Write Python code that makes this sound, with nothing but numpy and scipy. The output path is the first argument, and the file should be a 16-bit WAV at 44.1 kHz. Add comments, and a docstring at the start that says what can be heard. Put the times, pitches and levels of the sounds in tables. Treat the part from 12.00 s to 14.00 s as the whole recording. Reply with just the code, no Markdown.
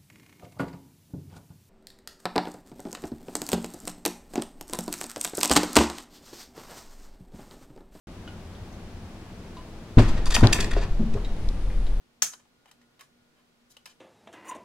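"""A plastic folding fan, handled close up in a quiet workshop.
One rib snaps loudly into place: four quick slips crack through the fan and ring the rib.
Fingers then rub and tick on the ribs and pick a loose part off a plate.
The bench and a small, dry room reflect each sound, over the air and hum of small cooling fans."""
import sys
import numpy as np
from scipy import signal
from scipy.fft import rfft, irfft
from scipy.io import wavfile
from scipy.ndimage import uniform_filter1d

SR = 44100
rng = np.random.default_rng(int(sys.argv[2]) if len(sys.argv) > 2 else 0)


def store_wav(level_fs):
    """Save 16-bit WAV to argv[1]."""
    pcm = np.round(np.clip(np.atleast_2d(level_fs), -1, 1) * 32767)
    wavfile.write(sys.argv[1], SR, pcm.T.astype(np.int16))


N = 88200


def amp(db):
    """Decibels to gain."""
    return 10 ** (np.asarray(db) / 20)


def unit(x):
    """Scale to energy 1."""
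    return x / np.sqrt(np.sum(abs(x) ** 2) + 1e-20)


def curve(points, hz):
    """Interpolate a table on a log-frequency axis."""
    point_hz, value = np.transpose(points)
    return np.interp(np.log(hz + 1), np.log(point_hz + 1), value)


def stereo_noise(size, correlation):
    """White noise pair with a given correlation at each frequency."""
    a, b = rfft(rng.standard_normal((2, size)))
    same = np.clip(curve(correlation, np.fft.rfftfreq(size, 1 / SR)), -1, 1)
    return irfft(np.array([a, same * a + np.sqrt(1 - same ** 2) * b]))


def whiten(x, smooth_hz=260):
    """Flatten a burst's broad colour, keeping its fine detail."""
    spectrum = rfft(x, 2 * len(x))
    power = uniform_filter1d(abs(spectrum) ** 2, int(smooth_hz * 2 * len(x) / SR))
    return unit(irfft(spectrum / np.sqrt(abs(power) + 1e-12))[:len(x)])


def body(colour, peaks, size=4096):
    """Minimum-phase response of an object with a broad colour and resonant peaks."""
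    hz = np.fft.rfftfreq(size, 1 / SR)
    lift = 1 + sum((amp(db) ** 2 - 1) / (1 + (2 * (hz - peak_hz) / width_hz) ** 2)
                   for peak_hz, width_hz, db in peaks)
    cepstrum = irfft(np.log(amp(curve(colour, hz))) + np.log(np.maximum(lift, 1e-2)) / 2)
    cepstrum[1:size // 2] *= 2
    cepstrum[size // 2 + 1:] = 0
    return irfft(np.exp(rfft(cepstrum)))


def air(level_db=-66.5):
    """Soft, steady rush of air."""
    # air spectrum: (frequency [Hz], relative density [dB])
    colour = [(10, -13), (33, -21.5), (62, -15), (85, -18), (142, -12), (180, -14), (300, -15), (513, -19),
              (1400, -23.5), (4300, -27.5), (16000, -44.5)]
    # left-right likeness: (frequency [Hz], correlation [-1..1])
    correlation = [(60, 1), (240, 0.47), (950, -0.0071), (3770, -0.19), (15000, 0.8)]
    gain = amp(curve(colour, np.fft.rfftfreq(N, 1 / SR)))
    rush = irfft(rfft(stereo_noise(N, correlation)) * gain)
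    return amp(level_db) * rush / rush.std()


def hum_tone(hz, unsteadiness, waver_hz=5):
    """Unit-RMS tone; slow noise wavers its level and pitch."""
    lowpass = np.exp(-(np.fft.rfftfreq(N, 1 / SR) / waver_hz) ** 2)
    a, b = irfft(rfft(rng.standard_normal((2, N))) * lowpass)
    waver = 1 + unsteadiness * (a + 1j * b) / np.hypot(a.std(), b.std())
    tone = (waver * np.exp(2j * np.pi * hz * np.arange(N) / SR)).real
    return tone / tone.std()


def cooling_fans(trim_db=-1.5):
    """Fan hum: a main tone that swells and sinks under faint overtones."""
    # main tone's swell: (time [s], level before trim [dB])
    swell = [(0.0, -94), (0.05, -78.5), (0.23, -70), (0.28, -73), (0.42, -69), (0.46, -78), (0.82, -62.5),
             (1.02, -81), (1.15, -66.5), (1.35, -76), (1.41, -67), (1.55, -78), (1.63, -65.5), (2.0, -71.5)]
    # hum overtones: (frequency [Hz], level [dB], unsteadiness [0..1])
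    overtones = [(471, -82.5, 0), (710, -90, 0.6), (1437, -83, .4)]
    main_db = trim_db + np.interp(np.arange(N) / SR, *np.transpose(swell))
    main = amp(main_db) * hum_tone(hz=240, unsteadiness=0.75)
    return main + sum(amp(db) * hum_tone(hz, unsteadiness) for hz, db, unsteadiness in overtones)


def contact(chatter_s, grit, size=2048):
    """Force of one sharp contact followed by dying chatter."""
    decay = np.exp(-np.arange(size) / SR / chatter_s)
    force = grit * unit(rng.standard_normal(size) * decay)
    force[0] += 1
    return whiten(force)


def rib_snap(rise_s=0.00033, pan_db=3):
    """Each slip cracks through the fan and rings the rib, with its own reflections."""
    # run of slips: (time [s], crack level [dB], ring level [dB])
    slips = [(0.2204, -3.5, -13), (0.2218, -4.5, 4.5), (0.223355, -9, 2.5), (0.226155, -10.5, -4.5)]
    # crack spectrum: (frequency [Hz], relative level [dB])
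    colour = [(40, -40.5), (90, -21), (160, -10), (320, -16), (700, -7), (1500, -2), (3000, -0.5),
              (5000, 0.5), (8200, 3), (9500, -4), (15000, -5.5)]
    # folding fan's resonances: (frequency [Hz], width [Hz], lift [dB])
    fan_peaks = [(470, 50, 5), (687, 50, 6.5), (858, 33, 6), (1295, 30, 9), (1447, 10, 0.5), (1740, 110, 5),
                 (2330, 110, 5.5), (3260, 45, 6), (4684, 80, 1.5), (4650, 100, 3)]
    # rib's modes: (frequency [Hz], relative level [dB], T60 [s])
    rib_modes = [(5850, -3, 0.016), (6403, 4.5, .011), (6760, -5, .014), (8300, -15.5, .008)]
    out, t = np.zeros((2, N)), np.arange(SR // 10) / SR
    fan = unit(body(colour, fan_peaks))
    modes = sum(amp(db - 60 * t / t60_s) * np.sin(2 * np.pi * hz * t) for hz, db, t60_s in rib_modes)
    ring = unit(modes * np.minimum(t / rise_s, 1))
    for start_s, crack_db, ring_db in slips:
        crack = signal.fftconvolve(contact(chatter_s=0.00092, grit=1.4), fan)
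        add(out, start_s, amp(crack_db) * workshop(crack, bench_db=2, room_db=1, pan_db=pan_db))
        add(out, start_s, amp(ring_db) * workshop(ring, bench_db=-5.5, room_db=-6, pan_db=pan_db))
    return out


def workshop(x, bench_db, room_db, pan_db=0, size=12288):
    """Direct sound plus early scatter from the bench and the room's tail."""
    # room decay: (frequency [Hz], T60 [s])
    room_t60 = [(200, 0.42), (600, 0.13), (1400, 0.24), (3500, 0.18), (6400, 0.24), (10000, 0.27),
                (15000, 0.17)]
    # left-right likeness of reflections: (frequency [Hz], correlation [0..1])
    correlation = [(100, .9), (640, 0.68), (1400, 0.5), (3000, 0.28)]
    bench_t60_s, bench_delay_s, room_rise_s = 0.027, 0.0008, 0.0058
    t = np.arange(size) / SR
    scatter = stereo_noise(size, correlation) * amp(-60 * t / bench_t60_s)
    hz, age_s, spectra = signal.stft(stereo_noise(size, correlation), SR, nperseg=256)
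    decay = amp(-60 * age_s / curve(room_t60, hz)[:, None])
    tail = signal.istft(spectra * decay, SR)[1][:, :size]
    gate, onset = t > bench_delay_s, np.minimum(t / room_rise_s, 1) ** 2
    bench = np.array([unit(gate * whiten(gate * side)) for side in scatter])
    room = np.array([unit(onset * side) for side in tail])
    response = amp(bench_db) * bench + amp(room_db) * room
    response[0, 0] += amp(pan_db / 2)  # direct sound, 2 samples earlier on the left
    response[1, 2] += amp(-pan_db / 2)
    return signal.fftconvolve(x[None], response, axes=1)[:, :N]


def plastic_parts(bands_db, extra_peaks=()):
    """Response of the loosely held plastic parts to one touch."""
    # bass, middle, treble and top bands: (frequency [Hz])
    bands_hz = [650, 2200, 5800, 13000]
    # parts' resonances: (frequency [Hz], width [Hz], lift [dB])
    peaks = [(780, 39, 10), (1029, 41, 9.5), (1240, 60, 11.5), (1730, 140, 9.5), (2445, 100, 11),
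             (3095, 186, 10), (3890, 220, 6), (4940, 160, 1.5)]
    low_edge, high_edge = (99, bands_db[0] - 17), (16300, bands_db[-1] - 7.5)  # (Hz, dB)
    return body([low_edge, *zip(bands_hz, bands_db), high_edge], [*peaks, *extra_peaks])


def finger_rubs(grain_db=2):
    """Friction grains swell and fade under each short stroke."""
    # strokes: (peak time [s], rise [s], fall [s], bass [dB], middle [dB], treble [dB], top [dB])
    strokes = [(0.337, 0.011, 0.0027, -28, -34, -22, -34.5), (0.397, 0.0038, 0.0037, -38, -42, -42.5, -60),
               (0.685, 0.011, 0.0078, -41, -35, -43, -47.5), (1.002, 0.0044, 0.0037, -37, -32, -43, -43),
               (1.028, 0.0076, 0.012, -37, -43, -34, -47), (1.392, 0.028, 0.014, -37.5, -41.5, -50, -54),
               (1.719, 0.013, 0.0025, -50, -51, -28.5, -36.5), (1.742, 0.0078, 0.0077, -65, -47, -40, -68),
               (1.873, 0.0032, 0.0056, -33, -35.5, -34, -46), (1.905, 0.022, .014, -35, -35, -30.5, -45)]
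    out, t = np.zeros(N), np.arange(N) / SR
    for peak_s, rise_s, fall_s, *bands_db in strokes:
        grains = rng.standard_normal(N) * amp(grain_db * np.minimum(rng.exponential(1, N), 4))
        width_s = np.where(t < peak_s, rise_s, fall_s)
        envelope = np.exp(-((t - peak_s) / width_s) ** 2 / 2)
        add(out, 0, signal.fftconvolve(unit(grains * envelope), plastic_parts(bands_db)))
    return out


def part_clicks(relative_width=0.093):
    """Ribs and loose parts tick against each other, each with its own resonance."""
    # light contacts: (time [s], bass [dB], middle [dB], treble [dB], top [dB],
    # chatter decay [s], resonance [Hz], lift [dB])
    clicks = [(0.336, -23.5, -30, -22.5, -40, 0.0039, 1420, 19),
              (0.4540, -42, -46, -53, -59, 0.0033, 750, 22.5),
              (0.6578, -32.5, -36.5, -38, -51, 0.00067, 770, 19),
              (0.7131, -26.5, -35.5, -28.5, -39, 0.0013, 1870, 11.5),
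              (0.815, -36, -44.5, -40.5, -55, 0.013, 1940, 17.5),
              (0.9934, -33.5, -32, -36, -41, 0.0035, 2500, -4),
              (1.009, -36, -29, -24.5, -32, 0.0014, 1740, 17),
              (1.0136, -44, -26.5, -60, -51, 0.0071, 1130, 21),
              (1.7677, -33, -42.5, -34, -38.5, 0.00075, 2900, 27.5),
              (1.771, -34.5, -42, -37.5, -56, 0.00075, 3900, 13),
              (1.8570, -27.5, -33, -23, -30, 0.0015, 4850, 11.5),
              (1.8603, -26, -23.5, -27, -32, 0.0038, 2470, 11.5)]
    out = np.zeros(N)
    for start_s, *bands_db, chatter_s, hz, lift_db in clicks:
        response = plastic_parts(bands_db, [(hz, relative_width * hz, lift_db)])
        add(out, start_s, signal.fftconvolve(contact(chatter_s, grit=0.93), response))
    return out


def add(mix, start_s, sound):
    """Mix a sound in at a given time."""
    part = mix[..., max(round(start_s * SR), 0):][..., :sound.shape[-1]]
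    part += sound[..., :part.shape[-1]]


def scene():
    """The snap, then touches panned with the hand, over air and hum."""
    # hand position: (time [s], left minus right [dB])
    hand_pan = [(0.35, 2), (1.0, 0.5), (1.77, 2.5), (1.9, 1.5)]
    pan_db = np.interp(np.arange(N) / SR, *np.transpose(hand_pan))
    clicks = workshop(part_clicks(), bench_db=3, room_db=-4)
    rubs = workshop(finger_rubs(), bench_db=6.5, room_db=-2)
    touches = (clicks + rubs) * amp([pan_db / 2, -pan_db / 2])
    return rib_snap() + touches + air() + cooling_fans()


def record(dry):
    """Steep low-pass band limit."""
    cutoff_hz = 15850
    lowpass = signal.firwin(255, cutoff_hz, window=("kaiser", 8), fs=SR)
    return signal.oaconvolve(dry, lowpass[None], "same")


dry = scene()
out = record(dry)
store_wav(out)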